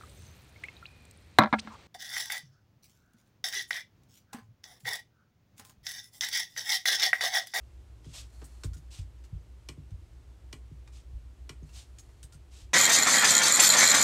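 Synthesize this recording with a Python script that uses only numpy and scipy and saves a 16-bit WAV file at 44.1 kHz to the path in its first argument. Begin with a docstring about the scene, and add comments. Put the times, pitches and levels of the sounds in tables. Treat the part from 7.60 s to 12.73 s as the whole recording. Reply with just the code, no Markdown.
"""A small quiet room, close above a laptop on a wooden desk.
The trackpad clicks three times as its metal dome snaps, with a thud on each press and release.
Plastic keys tick, fingertips thud on the case and skin rubs over the desk and palm rest.
Low room resonances boom briefly after each thud.
Underneath, motors at nearly the same speed beat into a low, throbbing hum over a soft hiss."""
import sys
import numpy as np
from scipy import signal
from scipy.fft import rfft, irfft
from scipy.io import wavfile
from scipy.ndimage import uniform_filter1d

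SR = 44100
rng = np.random.default_rng(int(sys.argv[2]) if len(sys.argv) > 2 else 0)


def dump(signal):
    """Clip the signal to [-1, 1] and save it as 16-bit WAV at the path in sys.argv[1]."""
    limited = np.clip(np.atleast_2d(signal).T, -1, 1)
    pcm = np.round(limited * 32767).astype(np.int16)
    wavfile.write(sys.argv[1], SR, pcm)


N = 226363
HIT_SAMPLES = 16384
TIME = np.arange(N) / SR
HIT_TIME = TIME[:HIT_SAMPLES]

# Trackpad presses. Each row: start in seconds, level in dB, tilt in dB per octave, hold in seconds.
PAD_PRESSES = [(2.0873, -41, 1.8, 0.084), (2.9277, -42.5, 1, 0.18), (3.893, -42.5, 1, .125)]


def trackpad(lag_cycles=3.03, rise_s=0.00016, plate_t60=0.02, snap_db=-1, rattle_db=-12):
    """A metal dome snaps under the pad; the plate's swing dies fast and the case rattles on."""
    # Modes of the pad and its case. Each row: frequency in Hz, level in dB.
    pad_modes = [(602, -12), (990, -1.5), (1106, 3.5), (1466, -3.5), (1655, -18), (2016, 2.5),
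                 (2255, -29.5), (2382, -0.5), (2982, 7.5), (3229, 7), (3415, 3), (3980, 0), (4158, 4.5),
                 (4433, 5), (4581, -23), (4774, 0), (5044, -4), (5652, 2.5), (6101, -8), (6301, -24),
                 (6435, -1), (6578, -8), (6920, -1.5), (7079, -28), (7219, -24), (7730, -36), (7953, -13),
                 (8109, -11), (8303, -26), (8559, -4)]
    # Colours of the snapping dome and the ringing case. Each row: frequency in Hz, level in dB.
    dome_colour = [(400, -10), (800, -2), (2000, 7.5), (3000, -25), (3800, -31), (5400, 11.5), (7000, -30),
                   (8800, -6), (10300, -10), (11800, -7), (16000, -25)]
    rattle_colour = [(200, -19), (430, 14), (750, -31), (1100, -1), (1700, -7), (2400, 6), (3100, -9),
                     (4400, -27), (6000, -4), (8600, 4), (10000, -14), (16000, -26)]
    hz, db = np.transpose(pad_modes)
    age = np.maximum(HIT_TIME - lag_cycles / hz[:, None], 0)  # high bending waves arrive first
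    swings = np.sin(2 * np.pi * hz[:, None] * age) * decay(plate_t60, age) * (1 - np.exp(-age / rise_s))
    # The same pad is pressed each time, so one rattle serves every click.
    rattle = noise(rattle_colour, HIT_SAMPLES) * decay(t60=0.16) * ramp(rise_s=0.0012)
    out = np.zeros(N)
    for start, level_db, tilt_db, _ in PAD_PRESSES:
        plate = unit_crest(undb(db + tilt_db * np.log2(hz)) @ swings, window=176)
        snap = noise(dome_colour, HIT_SAMPLES, tilt_db) * decay(t60=0.022)
        add(out, start, undb(level_db) * (plate + undb(snap_db) * snap + undb(rattle_db) * rattle))
    return out


def key_ticks(rise_s=0.00061, ring_octaves=0.14, settle_s=0.0077, settle_tilt_db=5):
    """A touched key gives a short plastic crackle, then settles with a brighter, longer one."""
    # Key and fingernail contacts. Each row: start in seconds, level in dB, tilt in dB per octave,
    # ring frequency in Hz, ring level in dB, settling level in dB relative to the touch.
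    contacts = [(.444, -58, -4, 3320, -1.5, -4), (.8162, -48, -8.5, 1800, -8, -14),
                (0.842, -48, 8.5, 8400, -8, -2.5), (1.035, -38.5, -2.1, 8200, -11, -6),
                (1.133, -51.5, 1.5, 1420, -10.5, -1.5), (1.168, -55, 1.5, 6740, -7, -3),
                (1.6387, -55.5, -2.5, 2810, -4, -5.5), (2.3065, -62.5, -1.5, 6170, -8, -15),
                (3.2752, -53, -3.5, 2440, -11, -21), (4.0302, -68.5, -4, 6370, 6, -26),
                (4.0915, -57.5, -0.5, 2720, -4, -10), (4.3848, -47.5, 1, 6550, -4, -4.5),
                (4.4915, -60.5, -8.5, 1990, -9, -16), (4.629, -46, 1.2, 8500, 0, -6),
                (4.723, -52.5, 1, 1394, -10.5, -4), (4.743, -58, 0, 8470, -2, -5.5)]
    # Colour of a plastic key. Each row: frequency in Hz, level in dB.
    key_colour = [(150, -30), (400, -19), (1400, -3), (2500, -5.5), (3400, -1), (4300, -2), (5700, -1),
                  (8700, -4), (9800, -11), (14000, -20), (16000, -15)]

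    def crackle(tilt_db, ring_hz, ring_db, t60):
        """A burst of plastic noise with one broad resonance."""
        low_hz, high_hz = ring_hz * 2 ** -ring_octaves, ring_hz * 2 ** ring_octaves
        crack = noise(key_colour, HIT_SAMPLES, tilt_db)
        ring = noise([(low_hz, -30), (ring_hz, 0), (high_hz, -30), (SR / 2, -90)], HIT_SAMPLES)
        return (crack + undb(ring_db) * ring) * decay(t60) * (1 - np.exp(-HIT_TIME / rise_s))

    out = np.zeros(N)
    for start, level_db, tilt_db, ring_hz, ring_db, settle_db in contacts:
        touch = crackle(tilt_db, ring_hz, ring_db, t60=0.04)
        settle = crackle(tilt_db + settle_tilt_db, ring_hz, ring_db, t60=0.081)
        add(out, start, undb(level_db) * touch)
        add(out, start + settle_s, undb(level_db + settle_db) * settle)
    return out


def thuds(press_db=-5, press_hz=320, release_hz=186.5, echo_s=0.019, echo_db=-10):
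    """Fingertips, pad presses and pad releases thud softly; a short room echo follows each thud."""
    # Fingertips landing on the case. Each row: start in seconds, level in dB, centre frequency in Hz.
    fingertips = [(.458, -42.5, 203), (.819, -50.5, 380), (1.039, -39.5, 268), (1.041, -30, 105),
                  (1.098, -42, 82), (1.156, -48.5, 202), (1.377, -32.5, 79.7), (1.717, -33.5, 94),
                  (2.305, -37, 84), (3.519, -38.5, 70), (4.629, -48.5, 103), (4.74, -46, 125),
                  (5.006, -48, 70)]
    presses = [(start, db + press_db, press_hz) for start, db, _, _ in PAD_PRESSES]
    releases = [(start + hold, db, release_hz) for start, db, _, hold in PAD_PRESSES]
    out = np.zeros(N)
    for start, level_db, centre_hz in fingertips + presses + releases:
        thud = undb(level_db) * low_boom(centre_hz)
        add(out, start, thud)
        add(out, start + echo_s, undb(echo_db) * thud)
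    return out


def low_boom(centre_hz, soft_hz=90, lag_cycles=1.25):
    """Low room resonances boom briefly: a soft touch wakes the lowest, a harder one a wider range."""
    # Low room modes. Each row: frequency in Hz, level in dB, t60 in seconds.
    room_modes = [(58.7, 12.5, 0.13), (86.1, 3.5, 0.27), (110.6, 0, 0.11), (142, 0.5, 0.18),
                  (249.8, -15.5, 0.22), (303, -11, 0.094), (356, -13.5, 0.06), (440, -9.5, 0.09),
                  (597, -11.5, 0.073)]
    spread_octaves = 0.52 * (centre_hz / soft_hz) ** 0.47
    boom = np.zeros(HIT_SAMPLES)
    for k, (hz, db, t60) in enumerate(room_modes):
        scatter_db = rng.normal(0, 1.2)  # balance and pitch vary a little from thud to thud
        detune = rng.normal(0, 0.02)
        age = np.maximum(HIT_TIME - lag_cycles / hz, 0)  # lower modes start later
        push = np.exp(-0.5 * (np.log2(hz / centre_hz) / spread_octaves) ** 2)
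        swell = np.sin(np.pi / 2 * np.minimum(age * hz, 1)) ** 2  # builds over one cycle
        swing = np.sin(2 * np.pi * hz * (1 + detune) * age) * decay(t60, age)
        boom += (-1) ** k * undb(db + scatter_db) * push * swell * swing  # alternating polarity
    return unit_crest(boom, window=441)


def hand_rubs(grain_db=0.6, catch_db=1.18, firm_tilt_db=0.7, tilt_per_db=0.043):
    """Skin rubs in countless tiny slips; a firmer slide is louder and brighter."""
    # Hand slides over desk and palm rest, and light fingertip glides along the case.
    # Each row: start, attack and hold in seconds, level in dB.
    slides = [(0.42, 0.15, .03, -60), (0.528, 0.028, 0.045, -46.5), (1.303, 0.024, 0.063, -54),
              (3.316, 0.037, 0.031, -61), (4.122, 0.062, 0.023, -51.5), (4.903, 0.062, 0.059, -58)]
    glides = [(.6, 0.26, .05, -65.5), (4.003, .11, .04, -70), (4.35, 0.071, .03, -74)]
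    # Colours of rubbing skin and of the stroked case. Each row: frequency in Hz, level in dB.
    skin_colour = [(500, -7.5), (1200, -11), (2100, -9), (2500, -4), (3700, -2), (5500, -3.5), (7000, -4.5),
                   (8300, -4.5), (9600, -13), (11500, -17), (16000, -25)]
    case_colour = [(600, 5.5), (1500, 0.5), (3800, -4.5), (4300, 6.5), (4800, -3), (7400, 1.5), (8300, 0),
                   (9500, -3.5), (16000, -14)]
    firmest_db = max(db for *_, db in slides)
    rub = np.zeros(N)
    for *timing, db in slides:
        tilt_db = firm_tilt_db + tilt_per_db * (db - firmest_db)
        rub += noise(skin_colour, N, tilt_db) * undb(db) * stroke(*timing, fall_db_per_s=350)
    glide_gain = sum(undb(db) * stroke(*timing, fall_db_per_s=41) for *timing, db in glides)
    rub += noise(case_colour, N) * glide_gain
    roughness = undb(grain_db * wander(rate_hz=1500) + catch_db * wander(rate_hz=90))
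    return rub * unit_rms(roughness)


def stroke(start, attack, hold, fall_db_per_s):
    """Envelope of one rub: the hand speeds up, keeps its pace, then slows or lifts."""
    age = TIME - start
    rise = np.sin(np.pi / 2 * np.clip(age / attack, 0, 1))
    return rise * undb(-fall_db_per_s * np.maximum(age - attack - hold, 0))


def room(direct, wall_s=0.0085, wall_db=-13, tail_db=-7):
    """The wall behind the desk throws back one reflection, and a short tail follows."""
    tail_colour = [(150, -8), (1000, -9), (8500, -18.5), (11000, -9.5), (16000, -13)]
    tail = noise(tail_colour, HIT_SAMPLES) * decay(t60=0.13) * ramp(wall_s)
    response = undb(tail_db) * tail / np.linalg.norm(tail)
    response[int(wall_s * SR)] += undb(wall_db)
    return direct + signal.fftconvolve(direct, response)[:N]


def motor_hum(speeds_hz=(58.87, 59.3, 65.15), in_step_s=1.29, waver_db=1.04):
    """Three wavering motor tones beat against each other, all in phase at in_step_s."""
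    # Level of each motor in dB.
    levels_db = [-52, -59, -54.5]
    hum = np.zeros(N)
    for hz, db in zip(speeds_hz, levels_db):
        amplitude = np.sqrt(2) * undb(db + waver_db * wander(rate_hz=1.84))
        hum += amplitude * np.cos(2 * np.pi * hz * (TIME - in_step_s))
    return hum


def room_tone(rumble_db=-57, hiss_db=-65.5):
    """A steady bed of faint room rumble and hissing air."""
    # Colours of the rumble and the air. Each row: frequency in Hz, level in dB.
    rumble_colour = [(22, -19), (33, -24.5), (43, 16.5), (52, 2.5), (70, 11), (88, 7), (118, 9.5),
                     (170, -38)]
    air_colour = [(120, -2.5), (175, -2), (220, -6), (330, -2), (450, -9), (800, -13.5), (1500, -18),
                  (3000, -20.5), (5500, -25), (8300, -26.5), (10000, -32.5), (13000, -37.5), (16000, -43)]
    return undb(rumble_db) * noise(rumble_colour, N) + undb(hiss_db) * noise(air_colour, N)


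def undb(db):
    """Decibels to gain."""
    return 10 ** (np.asarray(db) / 20)


def unit_rms(x):
    """Scale to rms 1."""
    return x / np.sqrt(np.mean(x ** 2))


def unit_crest(x, window):
    """Scale so that the loudest stretch of `window` samples has rms 1."""
    return x / np.sqrt(uniform_filter1d(x ** 2, window).max())


def ramp(rise_s):
    """Linear attack of one hit."""
    return np.minimum(HIT_TIME / rise_s, 1)


def decay(t60, age=HIT_TIME):
    """Exponential decay that loses 60 dB in t60 seconds."""
    return np.exp(-np.log(1000) * age / t60)


def noise(colour, size, tilt_db=0):
    """Noise of rms 1, shaped by (Hz, dB) points and tilted by tilt_db per octave."""
    hz, db = np.transpose(colour)
    octave = np.log2(np.fft.rfftfreq(size, 1 / SR) + 1)
    curve_db = np.interp(octave, np.log2(hz), db + tilt_db * np.log2(hz), left=-np.inf)
    return unit_rms(irfft(rfft(rng.standard_normal(size)) * undb(curve_db), size))


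def wander(rate_hz):
    """Random drift of rms 1 that glides to a new value rate_hz times a second."""
    step = int(SR / rate_hz)
    stairs = np.repeat(rng.standard_normal(N // step + 1), step)
    return unit_rms(uniform_filter1d(stairs, step)[:N])


def add(track, start, sound):
    """Mix a sound in at `start` seconds."""
    i = int(start * SR)
    track[i:i + len(sound)] += sound[:N - i]


def scene():
    """Mono mix: clicks with their room tail, then thuds, rubs, hum and room tone."""
    clicks = room(trackpad() + key_ticks())
    return (clicks + thuds() + hand_rubs() + motor_hum() + room_tone())[None]


def record(dry, mic_hz=13900, top_hz=15700):
    """A phone microphone dulls the highest treble, then a steep low-pass cuts off the top."""
    dulled = signal.sosfilt(signal.butter(2, mic_hz, fs=SR, output="sos"), dry)
    return signal.sosfilt(signal.ellip(10, 0.1, 70, top_hz, fs=SR, output="sos"), dulled)


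dry = scene()
out = record(dry)
dump(out)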